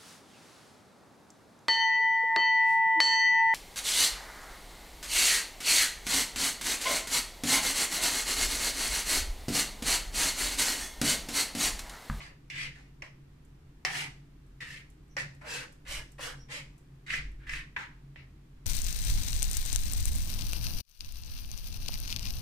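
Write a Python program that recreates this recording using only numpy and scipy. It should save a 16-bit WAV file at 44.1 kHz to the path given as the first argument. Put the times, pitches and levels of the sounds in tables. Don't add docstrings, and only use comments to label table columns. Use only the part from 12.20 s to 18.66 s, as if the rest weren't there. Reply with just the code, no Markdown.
import sys
import numpy as np
from scipy import signal
from scipy.fft import rfft, irfft, next_fast_len
from scipy.io import wavfile
from scipy.ndimage import uniform_filter1d, map_coordinates

SR = 44100
rng = np.random.default_rng(int(sys.argv[2]) if len(sys.argv) > 2 else 0)


def unload_wav(signal):
    wavfile.write(
        sys.argv[1],
        SR,
        np.round(np.clip(np.atleast_2d(signal).T, -1, 1) * 32767).astype(np.int16),
    )


N = 284797
TIME = np.arange(N) / SR
FFT_SIZE = next_fast_len(N + SR)
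HZ = np.fft.rfftfreq(FFT_SIZE, 1 / SR)

# (start [s], speed-up [s], slow-down [s], bite [dB], blade ring [dB],
# edge hiss [dB], hollow over blade [dB], hollow pitch [ratio], blade pitch [ratio], direct path [dB])
STROKES = [(0, 0.013, 0.13, -45.5, -54, -59, -9, 1.03, 1.08, -9),
           (.3, .12, 0.081, -41, -37.5, -48.5, -28.5, 0.88, 1.153, -12),
           (.55, 0.0074, 0.18, -55.5, -67, -69, -9, 0.86, 1.06, -14),
           (.825, 0.015, 0.043, -52, -62, -67, -5.5, 1.12, 1.14, -17),
           (1.655, .12, 0.12, -33, -38, -41, -8.5, 1.43, 1.1, -5.5),
           (2.406, 0.11, 0.13, -38.5, -48, -54.5, -24, 0.92, 1.09, -7),
           (2.97, 0.013, 0.078, -36.5, -40.5, -46.5, -16.5, 1.04, 1.09, -14.5),
           (3.211, 0.05, 0.053, -55, -54.5, -81, 1, 1.07, 1, -5.5),
           (3.232, 0.1, 0.15, -66, -42, -42, -8.5, 1.02, 1.04, -8),
           (3.652, 0.071, 0.12, -53, -41.5, -41, -10.5, 1.035, 1.08, -2),
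           (3.982, 0.052, 0.13, -49.5, -42.5, -43.5, -7, 1, 0.99, -2.5),
           (4.284, 0.045, .11, -51, -41.5, -45, -13.5, 0.985, 1.13, -11.5),
           (4.862, 0.069, 0.092, -44, -35.5, -46, -30.5, 0.9, 1.123, -12.5),
           (5.189, 0.038, 0.061, -67, -58, -82, -19, 1.75, 0.98, -2),
           (5.268, 0.065, 0.12, -45, -39.5, -50.5, -15.5, 2.03, 1.1, -10),
           (5.564, 0.033, 0.084, -43, -43.5, -56.5, -6.5, 1.87, 1, -22.5),
           (5.958, 0.043, 0.047, -57, -58, -90, -16, 1.04, 1.1, -27)]
# (time [s], length [s], pitch [Hz], level [dB])
CHIRPS = [(0, 0.1, 4650, -59), (2.881, 0.071, 5900, -70), (4.168, .095, 5560, -59.5)]
# (time [s], blade ring [dB], hollow [dB], crack [dB])
BLADE_TAPS = [(.300, -46, -73, -47), (0.357, -46, -69, -51), (0.381, -39.5, -62, -53),
              (0.431, -43, -77, -47), (.821, -40.5, -50, -47.5), (1.650, -26, -33.5, -28.5),
              (2.405, -47, -75, -56), (2.967, -34, -40, -38.5), (3.994, -67, -43, -62.5),
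              (4.903, -32.5, -73, -61), (4.937, -29.5, -55.5, -39), (5.294, -35.5, -76, -44.5),
              (5.335, -35, -70, -47.5), (5.563, -33, -40.5, -54), (5.958, -51, -60, -68.5)]
# (peak time [s], half width [s], relative level [dB])
AIR_PUFFS = [(.42, 0.068, -53), (3.75, 0.063, -42), (4.13, 0.09, -46.5), (5.08, 0.11, -41),
             (5.33, 0.12, -42.5), (6.45, 0.097, -55)]
# (time [s], relative level [dB])
DOUGH_TICKS = [(0.5511, -60), (1.2491, -55), (2.2657, -61), (2.7008, -50.5), (2.8784, -63), (3.1492, -53),
               (3.5244, -48), (3.919, -46), (4.58, -51.5), (5.118, -57)]

# (frequency [Hz], relative level [dB])
BLADE_SPECTRUM = [(500, -36.5), (900, -17.5), (1250, -8.5), (1500, -0.5), (1750, 7), (2100, 0.5),
                  (2550, -2), (3000, -10.5), (3500, -10), (4700, -16.5), (6500, -37), (10000, -103)]
HOLLOW_SPECTRUM = [(150, -25.5), (280, -8.5), (400, -15.5), (530, 6), (650, -6.5), (950, -1), (1400, -5),
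                   (2400, -37.5)]
HISS_SPECTRUM = [(1650, -48.5), (2800, 3), (3470, -4.5), (4360, -5), (5570, -4.5), (6240, -8), (8870, -9),
                 (14400, -23.5), (15500, -34)]
ROOM_SPECTRUM = [(30, -39), (60, -15.5), (80, -1.5), (105, -27.5), (145, -7), (185, -18), (290, -12),
                 (560, -30.5), (1100, -30), (1900, -32.5), (5000, -41), (15500, -50.5)]
CRACK_SPECTRUM = [(1760, -16), (3000, -22), (3570, -7.5), (4320, -5.5), (5650, -4.5), (6340, -15),
                  (6960, -15.5), (15000, -42)]
AIR_SPECTRUM = [(12, -12.5), (28, -18), (46, -7.5), (62, -24), (250, -48)]
TICK_SPECTRUM = [(1000, -12), (4000, -21), (8000, -2), (15000, -18)]
# (frequency [Hz], width [Hz], relative level [dB])
WALL_MODES = [(139, 12.6, 1.5), (275, 18.4, -11)]
DRONE_MODES = [(138.3, 9.1, 0)]
# (frequency [Hz], time to fall 60 dB [s])
KITCHEN_DECAY = [(150, 0.81), (700, 0.39), (2000, 0.34), (6000, 0.38), (14000, 0.26)]
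# (frequency [Hz], left over right [dB])
MIC_BALANCE = [(600, -2), (1300, 0.5), (2400, 0.1), (4500, -0.3), (8000, -3.5), (13000, 3)]


def amp(db):
    return 10 ** (np.asarray(db) / 20)


def unit(x):
    return x / np.sqrt(np.mean(np.abs(x) ** 2) + 1e-20)


def along(points, hz):
    freqs, values = np.transpose(points)
    return np.interp(np.log(hz + 1), np.log(freqs + 1), values)


def filtered(x, response):
    return irfft(rfft(x, FFT_SIZE) * response, FFT_SIZE)[..., :N]


def resonances(modes):
    return sum(amp(db) * 1j * HZ * width / (hz * hz - HZ ** 2 + 1j * HZ * width)
               for hz, width, db in modes)


def ring(spectrum, pitch=1, size=2048):
    hz = np.fft.rfftfreq(size, 1 / SR)
    gain = amp(np.maximum(along(spectrum, hz / pitch), -70))
    cepstrum = irfft(np.log(gain))
    cepstrum[1:size // 2] *= 2
    cepstrum[size // 2 + 1:] = 0
    response = irfft(np.exp(rfft(cepstrum)))
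    return response / np.linalg.norm(response)


def wobble(rate, n):
    knots = rng.standard_normal(int(n * rate / SR) + 4)
    return map_coordinates(knots, [np.arange(n) * rate / SR])


def add(out, time, x):
    start = max(round(time * SR), 0)
    out[:, start:start + x.shape[1]] += x[:, :N - start]


def pose(time):
    away = [max(start - time, time - start - rise_s - fall_s, 0) for start, rise_s, fall_s, *_ in STROKES]
    return STROKES[np.argmin(away)][-3:]


def kitchen(x, time, near_db=0, near_t60=0.045, room_db=-5):
    hz, t, noise = signal.stft(rng.standard_normal((2, SR // 2)), SR, nperseg=256)
    decay = amp(-60 * t / along(KITCHEN_DECAY, hz)[:, None])
    _, tail = signal.istft(noise * decay, SR, nperseg=256)
    t = np.arange(tail.shape[1]) / SR
    near = rng.standard_normal(tail.shape) * amp(-60 * t / near_t60) * (t > .001)
    paths = amp(near_db) * near / np.linalg.norm(near[0]) + amp(room_db) * tail / np.linalg.norm(tail[0])
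    *_, direct_db = pose(time)
    paths[:, 0] += amp(direct_db)
    return signal.fftconvolve(x[None], paths / np.linalg.norm(paths.mean(0)), axes=1)


def stroke_gains(rise_s, fall_s, bite_db, ring_db, hiss_db, bite_db_per_s=194):
    t = np.arange(0, rise_s + fall_s, 1 / SR)
    speed = np.abs(np.sin(np.pi * np.interp(t, [0, rise_s, rise_s + fall_s], [0, .5, 1])))
    bite = amp(bite_db - bite_db_per_s * t)
    ring_gain = np.hypot(bite, amp(ring_db) * speed ** 1.05)
    hiss_gain = np.hypot(amp(-14) * bite, amp(hiss_db) * speed ** 2.2)
    return ring_gain, hiss_gain


def slips(n, per_second, spread_db):
    sizes = amp(spread_db * np.clip(rng.standard_normal(n), -2, 2))
    return unit(sizes * rng.choice([-1, 1], n) * (rng.random(n) < per_second / SR))


def scrapes(blade_db=-2, judder_db=0.4, bend=0.07, shade=0.015):
    out = np.zeros((2, N))
    for start, *gesture, hollow_db, hollow_pitch, blade_pitch, direct_db in STROKES:
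        ring_gain, hiss_gain = stroke_gains(*gesture)
        n = len(ring_gain)
        edge = ring(HISS_SPECTRUM, np.exp(shade * min(direct_db + 4, 3)))
        pressure = amp(judder_db * wobble(116, n))
        for leg in np.eye(2 + n // (SR // 10)):
            fade = np.sqrt(np.interp(np.arange(n), np.linspace(0, n - 1, len(leg)), leg))
            coarse = pressure * fade * slips(n, per_second=1600, spread_db=3)
            fine = pressure * fade * slips(n, per_second=6000, spread_db=6.5)
            detune = np.exp(bend * rng.standard_normal())
            blade = ring(BLADE_SPECTRUM, blade_pitch * detune)
            hollow = ring(HOLLOW_SPECTRUM, hollow_pitch * detune)
            sound = signal.fftconvolve(amp(blade_db) * ring_gain * coarse, blade)
            sound += signal.fftconvolve(amp(hollow_db) * ring_gain * fine, hollow)
            sound += signal.fftconvolve(hiss_gain * (fine + 0.22 * coarse), edge)
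            add(out, start, kitchen(sound, start))
    return out


def wall_boom(scraping, gain_db=-34, lag_s=0.028):
    coarse = filtered(scraping, amp(along(BLADE_SPECTRUM, HZ)))
    drag = np.sqrt(uniform_filter1d(np.mean(coarse ** 2, 0), SR // 20).clip(0))
    push = np.sqrt(np.interp(TIME - lag_s, TIME, drag)) * rng.standard_normal(N)
    wall = unit(resonances(WALL_MODES) / (1 + (HZ / 500) ** 2))
    return amp(gain_db) * filtered(push, wall)


def chirps(waver=0.032):
    out = np.zeros((2, N))
    for time, length, hz, db in CHIRPS:
        n = int(length * SR)
        phase = 2 * np.pi * np.cumsum(hz * (1 + waver * wobble(897, n))) / SR
        add(out, time, kitchen(amp(db) * np.hanning(n) * np.sin(phase), time))
    return out


def room_tone(level_db=-60, widen_hz=300):
    width = np.pi / 4 * HZ ** 2 / (HZ ** 2 + widen_hz ** 2)
    colour = amp(along(ROOM_SPECTRUM, HZ))
    mid, side = filtered(rng.standard_normal((2, N)), colour * [np.cos(width), np.sin(width)])
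    return amp(level_db) * unit(np.array([mid + side, mid - side]))


def hum(drone_db=-58, motor_db=-57, motor_hz=46.7):
    drone = unit(filtered(rng.standard_normal(N), resonances(DRONE_MODES) / (1 + (HZ / 220) ** 4)))
    motor = np.sin(2 * np.pi * motor_hz * TIME + .5 * wobble(4.33, N))
    return amp(drone_db) * drone + amp(motor_db) * motor


def blade_taps(gain_db=25):
    out = np.zeros((2, N))
    for time, *levels_db in BLADE_TAPS:
        hollow_pitch, blade_pitch, _ = pose(time)
        parts = [ring(BLADE_SPECTRUM, blade_pitch), ring(HOLLOW_SPECTRUM, hollow_pitch),
                 ring(CRACK_SPECTRUM)]
        tap = amp(gain_db) * amp(levels_db) @ np.array(parts)
        add(out, time, kitchen(tap, time, near_db=-3.5, near_t60=0.037, room_db=-6))
    return out


def air_puffs(gain_db=-1, still_db=-58):
    rumble = unit(filtered(rng.standard_normal(N), amp(along(AIR_SPECTRUM, HZ)) * (HZ < 400)))
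    swells = sum(amp(db) * np.exp(-((TIME - time) / width) ** 2) for time, width, db in AIR_PUFFS)
    return amp(gain_db) * rumble * (amp(still_db) + swells)


def dough_ticks(gain_db=10):
    out = np.zeros((2, N))
    for time, db in DOUGH_TICKS:
        click = amp(db + gain_db) * ring(TICK_SPECTRUM)
        add(out, time, kitchen(click, time, near_t60=.05, room_db=-2))
    return out


def scene():
    scraping = scrapes()
    foreground = scraping + blade_taps() + dough_ticks() + chirps() + wall_boom(scraping)
    return foreground + room_tone() + hum() + air_puffs()


def record(dry, top_hz=15450):
    lean_db = along([(250, 0)] + MIC_BALANCE, HZ) / 2
    return filtered(dry, amp([lean_db, -lean_db]) * (HZ < top_hz))


dry = scene()
out = record(dry)
unload_wav(out)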